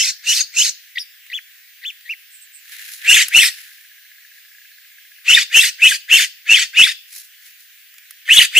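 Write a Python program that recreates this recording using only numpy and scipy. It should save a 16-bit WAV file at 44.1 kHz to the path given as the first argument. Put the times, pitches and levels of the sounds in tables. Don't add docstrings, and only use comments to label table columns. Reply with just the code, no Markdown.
import sys
import numpy as np
from scipy import signal
from scipy.fft import rfft, irfft, next_fast_len
from scipy.io import wavfile
from scipy.ndimage import uniform_filter1d

SR = 44100
rng = np.random.default_rng(int(sys.argv[2]) if len(sys.argv) > 2 else 0)


def generate_wav(sig):
    pcm = np.round(np.clip(np.atleast_2d(sig).T, -1, 1) * 32767).astype(np.int16)
    wavfile.write(sys.argv[1], SR, pcm)


N = 378819

# (catch [s], rise [s], parting [s], whistle [dB], lower voice [dB], lead-in [dB], parted upper voice [dB],
#  parted lower voice [dB], streak [dB], rebound [dB], pitch [Hz], first beat [Hz], last beat [Hz],
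#  upper top [Hz], rasp length [s], rasp [dB], fade [dB], low throat [dB], middle throat [dB], top [dB],
#  beak resonance [Hz])
SHORT_CALLS = [(.02, .043, 0.032, -18.5, -0.5, .1, -10.5, -11, -24.5, -38, 2800, 248, 295, 3560, 0.082, -17.5, 0, -12.5, -2, -11, 6720),
               (.32, 0.048, 0.051, -16, -7, -3.5, -8.5, -9, -28, -42, 2760, 260, 232, 3640, 0.09, -17, -0.5, -11.5, 1.1, -7, 6950),
               (.614, 0.046, 0.038, -16, -5.5, -4, -2, -4, -24, -43, 2760, 175.6, 230, 3707, .076, -16, -3.5, -14.5, -0.5, -7.5, 6920),
               (3.126, .043, .04, -7.5, -2, 4, -0.5, 3.5, -38, -12, 2840, 150.1, 90.8, 3617, .1, -18, 1.5, 1.2, -1.7, -0.2, 7340),
               (3.39, 0.042, 0.042, -8, 2, 4.5, -2.5, 3.5, -30, -26, 2860, 120.5, 139, 3623, 0.091, -18.5, 0, -2, -0.5, 2, 6560),
               (5.326, 0.042, 0.046, -8, -2, -7, 1, 2, -31, -28, 2808, 128.8, 191.7, 3643, 0.1, -20.5, -3.5, 1.5, 3.5, -3, 6970),
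               (5.594, 0.048, 0.04, -9, 3.5, -1.5, -1.5, -2.5, -31, -26, 2867, 249.3, 311.7, 3707, 0.09, -19, -1.8, -2, 0.5, 1.4, 6870),
               (5.869, 0.045, .045, -7.5, 1.4, -4, -3, -3.5, -34, -30, 2706, 171.5, 347, 3440, 0.086, -24.5, -0.5, -1, 1.5, 2, 7100),
               (6.15, .036, 0.04, -8, 2, 1, 1, -0.3, -28, -30, 2872, 131, 290.3, 3530, 0.092, -20.5, 0.4, 1, 1, 1.5, 7040),
               (6.535, 0.041, 0.044, -7.5, -1, -3, 0.6, 0.3, -31, -28, 2798, 119.7, 99.7, 3530, 0.097, -22.5, 2.5, 0.5, 0, -5, 6900),
               (6.815, .043, 0.045, -8.5, 2, 0.5, 2, -4.5, -32, -27, 2765, 400.6, 212.7, 3570, .1, -21.5, -6, 0, 2, -2.5, 6760)]
# (place [-], lower voice share of pitch [-], lower voice level [dB], climb of upper voice [0-1],
#  upper voice level [dB])
SHORT_WHISTLE = [(-2.05, .52, -46, .05, -43), (-1.57, .62, -27, .2, -23.5), (-1.2, .8, -23, .3, -23.5),
                 (-1.02, .88, -9.5, .02, -3.5), (-.52, 0.96, -4, .02, -3), (-.2, 0.98, -3, .02, -1),
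                 (-.1, .97, -8, 0, -5.5), (.001, .93, 3.5, .02, -9), (.12, .94, -11, .1, -2),
                 (.24, .955, -14, .35, 3), (.38, .95, -9.5, .7, -14), (.53, .94, -9, 1, -5.5),
                 (.75, .83, -13, 0.9, -21.5), (1.02, .69, -12, 1, -15), (1.35, 0.496, -15.5, .8, -42)]
# (place [-], share of pitch [-], level [dB], overtone level [dB])
UNDER_STRAND = [(-0.8, 0.59, -21.5, -19.5), (-.3, .55, -20, -11), (-0.3, .75, -13.5, -20),
                (0.2, 0.84, -22, -18)]
STREAK_STRAND = [(-.1, 1.9, -3, -28), (.35, 1.9, -3.3, -26), (.8, 1.7, 3, -27), (1.15, 1.2, 4, -29)]
REBOUND_STRAND = [(.98, 0.74, -4.5, -25), (1.35, 1, .1, -25), (1.55, .9, -4.5, -26), (1.85, .68, -7, -25)]
# (catch [s], whistle [dB], pitch factor [-], rise [s], rasp length [s], rasp [dB],
#  fade [dB], low throat [dB], middle throat [dB], top [dB], beak resonance [Hz])
LONG_CALLS = [(8.372, -0.06, .999, .06, .078, -22.5, 1.5, 4, 1.5, 4, 7030),
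              (8.628, -0.4, 1.01, 0.061, .078, -18.5, .1, 0.5, 3, 5, 7060)]
# (time from the catch [s], lower voice [Hz], its level [dB], upper voice [Hz], its level [dB])
LONG_CALL_WHISTLE = [(-.097, 1602, -54, 1900, -39), (-.078, 1848, -17.5, 2700, -24.5),
                     (-.068, 2335, -20, 2450, -13), (-.058, 2606, -12, 2740, -5),
                     (-.039, 2976, -9, 3388, -16), (-.024, 3040, -13, 3300, -25),
                     (-.008, 3000, -29, 3384, -11.5), (.001, 2875, -6, 3420, -13),
                     (0.013, 2825, -10.5, 3740, -9), (.026, 2249, -15, 2800, -9.5),
                     (.036, 1885, -18, 3290, -12), (.046, 1860, -25, 2950, -8.5),
                     (.058, 1780, -20, 2050, -23)]
# (place [-], effort [dB], low throat [dB], middle throat [dB], top [dB], share of beak resonance [-])
RASP_SHAPE = [(-2, -36.5, 4.5, 8, -4, 0.94), (-1.3073, -16.5, 7, 1, -2, 1),
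              (-0.61, 1.27, -6.5, -6.5, -2, 1), (0.3436, -2, 0.5, -4, 1.5, 0.92),
              (0.6432, -1.5, 3, 4, 0, 0.93), (1.07, -5, 1.5, 3, -3, 0.97), (1.1258, -16.5, 3, 6, -0.5, .93),
              (1.83, -36, -17, 10, -3, .94)]
# (frequency [Hz], width [Hz], level [dB])
LOW_MODES = [(1957, 856, 1.5), (2556, 430, 0.5), (3006, 430, 3), (3530, 600, -0.5)]
MID_MODES = [(4525, 1100, -5.5), (4910, 680, -5)]
HIGH_MODES = [(5620, 1450, -6), (6117, 800, -3)]
TOP_MODES = [(7640, 1770, -0.5), (11100, 3650, -1.5), (13960, 2660, -3.5)]
# (time [s], length [s], top [Hz],
#  landing [Hz], level [dB], lead-in length [s], lead-in level [dB])
ARCHED_NOTES = [(1.327, 0.067, 3456, 1470, -25, 0.029, -31.5),
                (1.847, .065, 3530, 2130, -25.5, 0.028, -34.5), (2.09, 0.054, 2786, 1664, -26, .04, -38)]
# (time [s], pitch [Hz], level [dB], overtone level [dB])
LEAPING_CHIRP = [
    [(.953, 1886, -22, -8), (.962, 2050, -37.5, -6), (.978, 1926, -23, -15), (.985, 3500, -16, -29),
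     (.991, 4660, -52, -14), (1.005, 5070, -30, -17), (1.032, 4570, -45, -18), (1.045, 4650, -51, -14)],
    [(.986, 4330, -34, -11), (.995, 5620, -33.5, -13), (1.015, 5410, -39, -8), (1.03, 5200, -42, -5)],
]
# (time [s], length [s], centre [Hz], peak level [dB])
THIN_NOTES = [(2.303, 0.096, 8270, -47), (2.395, 0.073, 7950, -48), (2.515, 0.098, 8200, -48)]
# (time [s], swell [s], hold [s], fade [s], level [dB], low part's level [dB])
STIRRINGS = [(2.598, 0.12, .18, 0.047, -43.5, 4.5), (2.798, 0.13, .02, .12, -36, -7),
             (2.973, 0.084, .01, .02, -45, 17), (3.21, 0.022, 0.36, .35, -44, 2.5),
             (7.071, 0.087, 0.031, .1, -35, -16), (7.393, .07, .02, .08, -44.5, -12),
             (7.575, 0.023, 0.012, 0.11, -48.5, -14)]
# (frequency [Hz], relative level [dB])
STIRRING_COLOUR = [(3000, -17.5), (4000, 0), (7000, 0), (8800, -6.5), (10500, 3.5), (13500, -1.5),
                   (16000, -7.5)]
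# (time [s], peak level [dB], centre [Hz], left minus right [dB])
GRIT_CLICKS = [(1.265, -32, 2050, 2), (2.0096, -35.5, 2160, 1.5), (2.695, -29, 2060, 2),
               (3.2837, -9, 11300, 4), (7.129, -24, 10300, 5), (7.162, -22.5, 10300, -2),
               (7.9407, -32, 2030, -1.0), (7.9824, -26.5, 2440, -1.0), (8.108, -22, 11400, -3)]
# (frequency [Hz], relative level [dB])
AIR_COLOUR = [(600, -46), (800, -17), (1000, -25), (1400, -19.5), (1650, -6), (2200, -8), (2700, -9),
              (4000, -12.5), (5000, -15), (9200, -20), (10800, -17), (14000, -21.5), (14700, -31)]
# (frequency [Hz], likeness [0-1])
AIR_LIKENESS = [(1400, 0.69), (3100, 0.22), (6800, 0.0162)]
# (frequency [Hz], level [dB])
CAMERA_WHINE = [(14836, -52.5)]
# (frequency [Hz], level [dB])
SCATTER_COLOUR = [(1500, -4), (2800, -12), (4400, -6), (8000, 7), (14000, -3.5)]
# (frequency [Hz], left minus right [dB])
PORT_BIAS = [(1300, 1.5), (2400, 1), (4400, 3), (8100, -4.5), (15000, 1)]

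FOOT_HZ, ARCH_SKEW, ARCH_ROUND = 1970, .9, .75
LEAD_SWELL_DB, NOTE_FADE_DB, LEAD_OVERTONE_DB, NOTE_OVERTONE_DB = -11, -9, -8.5, -25.5
TWITTER_PEAK, TWITTER_IN_DB, TWITTER_OUT_DB, TWITTER_SAG = .33, -18, -17, 0.92
RUSTLE_EDGE_DB = -19.5
STEPS_FROM_S, STEPS_TO_S, STEP_S, HURRY_FROM_S, HURRY_TO_S = 3.5825, 5.2, .06675, 4.46, 4.64
STEP_DB, STEP_SPREAD_DB, JOLT_DB, JOLT_S = -42, 1.5, 6, .12
AIR_DB = -47.5
BASS_CUT_HZ, EDGE_HZ = 1450, 15600


def jay(catch, rise, parting, db, lower_db, lead_db, up_db, down_db, streak_db, rebound_db, hz,
        first_hz, last_hz, top_hz, *rasped):
    def timed(place):
        return catch + place * np.where(place < 0, rise, parting)

    place, share, a_db, climb, b_db = np.transpose(SHORT_WHISTLE)
    climb = np.clip(climb, 0, 1)
    parted = np.clip(place / 0.68, 0, 1)
    both_db = db + lead_db * (place < -1.1)
    beat_hz = np.interp(place, [-1.0, -.2], [first_hz, last_hz])
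    lower_hz = share * hz
    upper_hz = (1 - climb) * (lower_hz + beat_hz) + climb * top_hz
    low_level_db = both_db + lower_db + down_db * parted + a_db
    high_level_db = both_db + up_db * parted + b_db
    yield voices(np.transpose([timed(place), lower_hz, low_level_db, upper_hz, high_level_db]))
    faint = ((UNDER_STRAND, db + lower_db), (STREAK_STRAND, streak_db), (REBOUND_STRAND, rebound_db))
    for strand, level_db in faint:
        place, share, shape_db, overtone_db = np.transpose(strand)
        yield chirp(np.transpose([timed(place), share * hz, level_db + shape_db, overtone_db]))
    yield rasping(catch, rise, *rasped)


def long_jay(catch, db, factor, *rasped):
    yield voices(np.array(LONG_CALL_WHISTLE) * [1, factor, 1, factor, 1] + [catch, 0, db, 0, db])
    yield rasping(catch, *rasped)


def voices(rows):
    s, (low_hz, low_db, high_hz, high_db) = unrolled(rows)
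    parted = np.clip((high_hz - low_hz - 300.) / 550.0, 0, 1)
    low = swing(low_hz, 24.4 + 41.6 * parted)
    high = swing(high_hz, 26.3 + 136.6 * parted)
    rough_db = 1.5 + 3.14 * parted
    a = gain_of(low_db + 1.5 + rough_db * wobble(len(low_db), 180))
    b = gain_of(high_db + 1.5 + rough_db * wobble(len(high_db), 180))
    both = np.sqrt(a * b)
    sidebands = gain_of(-38.0) * np.sin(2 * low - high) + gain_of(-17.5) * np.sin(2 * high - low)
    octaves = gain_of(-28.5) * (a * np.sin(2 * low) + b * np.sin(2 * high))
    sum_tone = gain_of(-37.5) * both * np.sin(low + high)
    sound = a * np.sin(low) + b * np.sin(high) + both * sidebands + octaves + sum_tone
    return s, np.sqrt(2) * sound * signal.windows.tukey(len(a), 0.062 * (s > 0))


def swing(hz, waver_hz):
    return 2 * np.pi * (np.cumsum(hz + waver_hz * wobble(len(hz), 470)) / SR + rng.random())


def rasping(catch, rise, length, db, fade_db, low_db, mid_db, top_db, beak_hz):
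    place, effort_db, *colours_db, share = np.transpose(RASP_SHAPE)
    s = catch + place * np.where(place < 0, rise, length)
    effort_db = db + effort_db + fade_db * np.clip(place, 0, 1)
    colours_db = colours_db + np.c_[[low_db, mid_db, top_db]]
    return rasp(np.transpose([s, effort_db, *colours_db, share * beak_hz]))


def rasp(rows):
    s, (effort_db, low_db, mid_db, top_db, beak_hz) = unrolled(rows)
    count = len(beak_hz)
    slaps = (rng.random(count) < 900 / SR) * rng.standard_normal(count)
    drive = 0.6 * evened(slaps) + 0.78 * rng.standard_normal(count) + 0.65 * strands(count)
    beak = evened(resonate(drive, beak_hz, 1100.))
    high = evened(throat(drive, HIGH_MODES) + gain_of(-2.) * beak)
    low = gain_of(low_db + 7.0) * throat(drive, LOW_MODES)
    middle = gain_of(mid_db - 1.0) * throat(drive, MID_MODES)
    top = gain_of(top_db - 1.26) * throat(drive, TOP_MODES)
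    sound = gain_of(effort_db - 3.5) * (high + low + middle + top)
    return s, sound * signal.windows.tukey(count, 0.013 * (s > 0))


def strands(count):
    arch = np.sin(np.pi * np.linspace(0, 1, count))
    out = np.zeros(count)
    for hz in np.geomspace(1600., 6000., num=18):
        glide_hz = hz * (.5 + .7 * arch + .09 * wobble(count, 60))
        out += gain_of(5.8 * wobble(count, 88)) * np.sin(swing(glide_hz, 25.4))
    return evened(out)


def throat(x, modes):
    return evened(sum((-1) ** k * gain_of(db) * resonate(x, hz, width)
                      for k, (hz, width, db) in enumerate(modes)))


def arched(s, length, top_hz, landing_hz, db, lead, lead_db):
    yield chirp([(s - lead, FOOT_HZ, lead_db + LEAD_SWELL_DB, LEAD_OVERTONE_DB),
                 (s, FOOT_HZ, lead_db, LEAD_OVERTONE_DB)])
    u = np.linspace(0, 1, num=25)
    base_hz = FOOT_HZ + (landing_hz - FOOT_HZ) * u
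    arch = abs(np.sin(np.pi * u ** ARCH_SKEW)) ** ARCH_ROUND
    hz = base_hz + (top_hz - base_hz) * arch
    yield chirp(np.transpose([s + length * u, hz, db + NOTE_FADE_DB * u ** 4, NOTE_OVERTONE_DB + 0 * u]))


def chirp(rows):
    s, (hz, db, overtone_db) = unrolled(rows)
    hz = uniform_filter1d(hz, 180, mode="nearest")
    hoarse = 0.58 + np.clip((2150. - hz) / 390.0, 0, 1)
    turns = swing(hz, 91.0 * hoarse)
    octave = gain_of(overtone_db) * wobble(len(hz), 1500) * np.sin(2 * turns)
    level = gain_of(db + 3.7 * hoarse * wobble(len(hz), 440))
    return s, np.sqrt(2) * level * (np.sin(turns) + octave) * signal.windows.tukey(len(hz), .15)


def thin_note(s, length, hz, db):
    yield twitter([(s, hz, db + TWITTER_IN_DB), (s + TWITTER_PEAK * length, hz, db),
                   (s + length, TWITTER_SAG * hz, db + TWITTER_OUT_DB)])


def twitter(rows):
    s, (hz, db) = unrolled(rows)
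    hz = hz + 660.0 * (np.sin(np.pi * np.linspace(0, 1, len(hz)) ** .7) - .7)
    breath = evened(resonate(rng.standard_normal(len(hz)), hz, 1200.))
    return s, gain_of(db) * (0.61 * np.sin(swing(hz, 194.0)) + 0.87 * breath)


def rustle(rows):
    s, (db, low_db) = unrolled(rows)
    count = len(db)
    clumps = gain_of(2.4 * wobble(count, 270))
    shared, left, right = rng.standard_normal((3, count))
    grains = clumps * (0.64 * shared + np.array([left, right]))
    low = coloured(grains, [(1200, -21.5), (1700, -0.5), (2600, -6.5), (4000, -11.5), (5000, -23)])
    sound = evened(coloured(grains, STIRRING_COLOUR)) + gain_of(low_db) * evened(low)
    return s, gain_of(db) * sound * signal.windows.tukey(count, .1)


def click(db, hz, pan_db):
    t = np.arange(400) / SR
    burst = rng.standard_normal(len(t)) * np.exp(-t / 0.0031)
    burst = .5 * burst + resonate(burst, hz, 2100.0)
    return gain_of(db + np.array([[.5], [-.5]]) * pan_db) * burst / abs(burst).max()


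def motor_steps():
    s = np.arange(STEPS_FROM_S, STEPS_TO_S, STEP_S / 2)
    jolt_db = JOLT_DB * np.exp((STEPS_FROM_S - s) / JOLT_S)
    db = STEP_DB + STEP_SPREAD_DB * rng.standard_normal(len(s)) + jolt_db
    heard = (np.arange(len(s)) % 2 == 0) | ((s > HURRY_FROM_S) & (s < HURRY_TO_S))
    return zip(s[heard], db[heard])


def tick(db):
    t = np.arange(700) / SR
    ring = np.sin(2 * np.pi * 1680 * t) + .4 * np.sin(2 * np.pi * 2050 * t)
    return gain_of(db) * ring * (t / .0025) * np.exp(1 - t / .0025)


def air():
    frames, hz = N // 128 + 5, np.fft.rfftfreq(512, 1 / SR)
    a, b, c, d, patches = rng.standard_normal((frames, 257, 5)).T
    patches = evened(uniform_filter1d(uniform_filter1d(patches, 8, 0), 24, 1))
    same = np.clip(read(AIR_LIKENESS, hz), -1, 1)[:, None]
    left = a + 1j * b
    right = same * left + np.sqrt(1 - same ** 2) * (c + 1j * d)
    spectra = np.array([left, right]) * gain_of(read(AIR_COLOUR, hz)[:, None] + 1.6 * patches)
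    hush = gain_of(AIR_DB) * evened(signal.istft(spectra, nperseg=512, noverlap=384)[1][:, :N])
    t = np.arange(N) / SR
    return hush + sum(np.sqrt(2) * gain_of(db) * np.sin(2 * np.pi * tone_hz * t)
                      for tone_hz, db in CAMERA_WHINE)


def scattered(x):
    t = np.arange(3000) / SR
    near = rng.standard_normal((2, len(t))) * gain_of(-60 * t / 0.061) * (t > .0003)
    near /= np.linalg.norm(near, axis=1, keepdims=True)
    near = coloured(np.pad(near, ((0, 0), (64, 0))), SCATTER_COLOUR)[:, 64:]
    near[0, 1] += 1
    near[1, 0] += 1
    return signal.oaconvolve(x[None], near, axes=1)


def garden(x):
    t = np.arange(SR // 2) / SR
    far = rng.standard_normal((2, len(t))) * gain_of(-60 * t / 0.45) * (t > .005)
    far = coloured(far, [(2000, -2), (5000, 8.5), (9000, -7.5)])
    far *= gain_of(-24.0) / np.linalg.norm(far, axis=1, keepdims=True)
    heard = x + signal.oaconvolve(x, far, axes=1)[:, :N]
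    return np.array([coloured(ear, [(hz, side * db) for hz, db in PORT_BIAS])
                     for ear, side in zip(heard, (.5, -.5))])


def gain_of(db):
    return 10 ** (np.asarray(db) / 20)


def evened(x):
    return x / np.sqrt(np.mean(x ** 2) + 1e-20)


def read(points, hz):
    f, value = np.transpose(points)
    return np.interp(np.log(hz + 1), np.log(f + 1), value)


def coloured(x, points):
    size = next_fast_len(x.shape[-1])
    gains = gain_of(read(points, np.fft.rfftfreq(size, 1 / SR)))
    return irfft(rfft(x, size) * gains, size)[..., :x.shape[-1]]


def resonate(x, hz, width):
    turn = np.exp(2j * np.pi * np.cumsum(hz * np.ones(len(x))) / SR)
    r = np.exp(-np.pi * width / SR)
    return 2 * (turn * signal.lfilter([(1 - r) ** 2], [1, -2 * r, r * r], x / turn)).real


def wobble(count, per_s):
    span = max(int(SR / per_s), 2)
    return evened(uniform_filter1d(uniform_filter1d(rng.standard_normal(count), span), span))


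def unrolled(rows):
    s, *columns = np.transpose(rows)
    t = np.arange(s[0], s[-1], 1 / SR)
    return s[0], [np.interp(t, s, c) for c in columns]


def add(mix, s, sound):
    at = round(s * SR)
    sound = sound[..., max(-at, 0):]
    part = mix[..., max(at, 0):][..., :sound.shape[-1]]
    part += sound[..., :part.shape[-1]]


def scene():
    birds, close = np.zeros((2, N)), air()
    singers = ((jay, SHORT_CALLS), (long_jay, LONG_CALLS), (arched, ARCHED_NOTES), (thin_note, THIN_NOTES))
    for source, table in singers:
        for row in table:
            for s, sound in source(*row):
                add(birds, s, scattered(sound))
    for rows in LEAPING_CHIRP:
        s, sound = chirp(rows)
        add(birds, s, scattered(sound))
    for s, swell, hold, fade, db, low_db in STIRRINGS:
        corners = s + np.cumsum([0, swell, hold, fade])
        levels_db = db + RUSTLE_EDGE_DB * np.array([1, 0, 0, 1])
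        add(close, *rustle(np.transpose([corners, levels_db, [low_db] * 4])))
    for s, *row in GRIT_CLICKS:
        add(close, s, click(*row))
    for s, db in motor_steps():
        add(close, s - .002, tick(db))
    return garden(birds) + close


def record(dry):
    thin = signal.sosfilt(signal.butter(5, BASS_CUT_HZ, "high", fs=SR, output="sos"), dry)
    clipped = np.clip(thin, -.97, .97)
    band_limit = signal.firwin(511, EDGE_HZ, window=("kaiser", 9), fs=SR)
    return signal.oaconvolve(clipped, band_limit[None], "same")


dry = scene()
out = record(dry)
generate_wav(out)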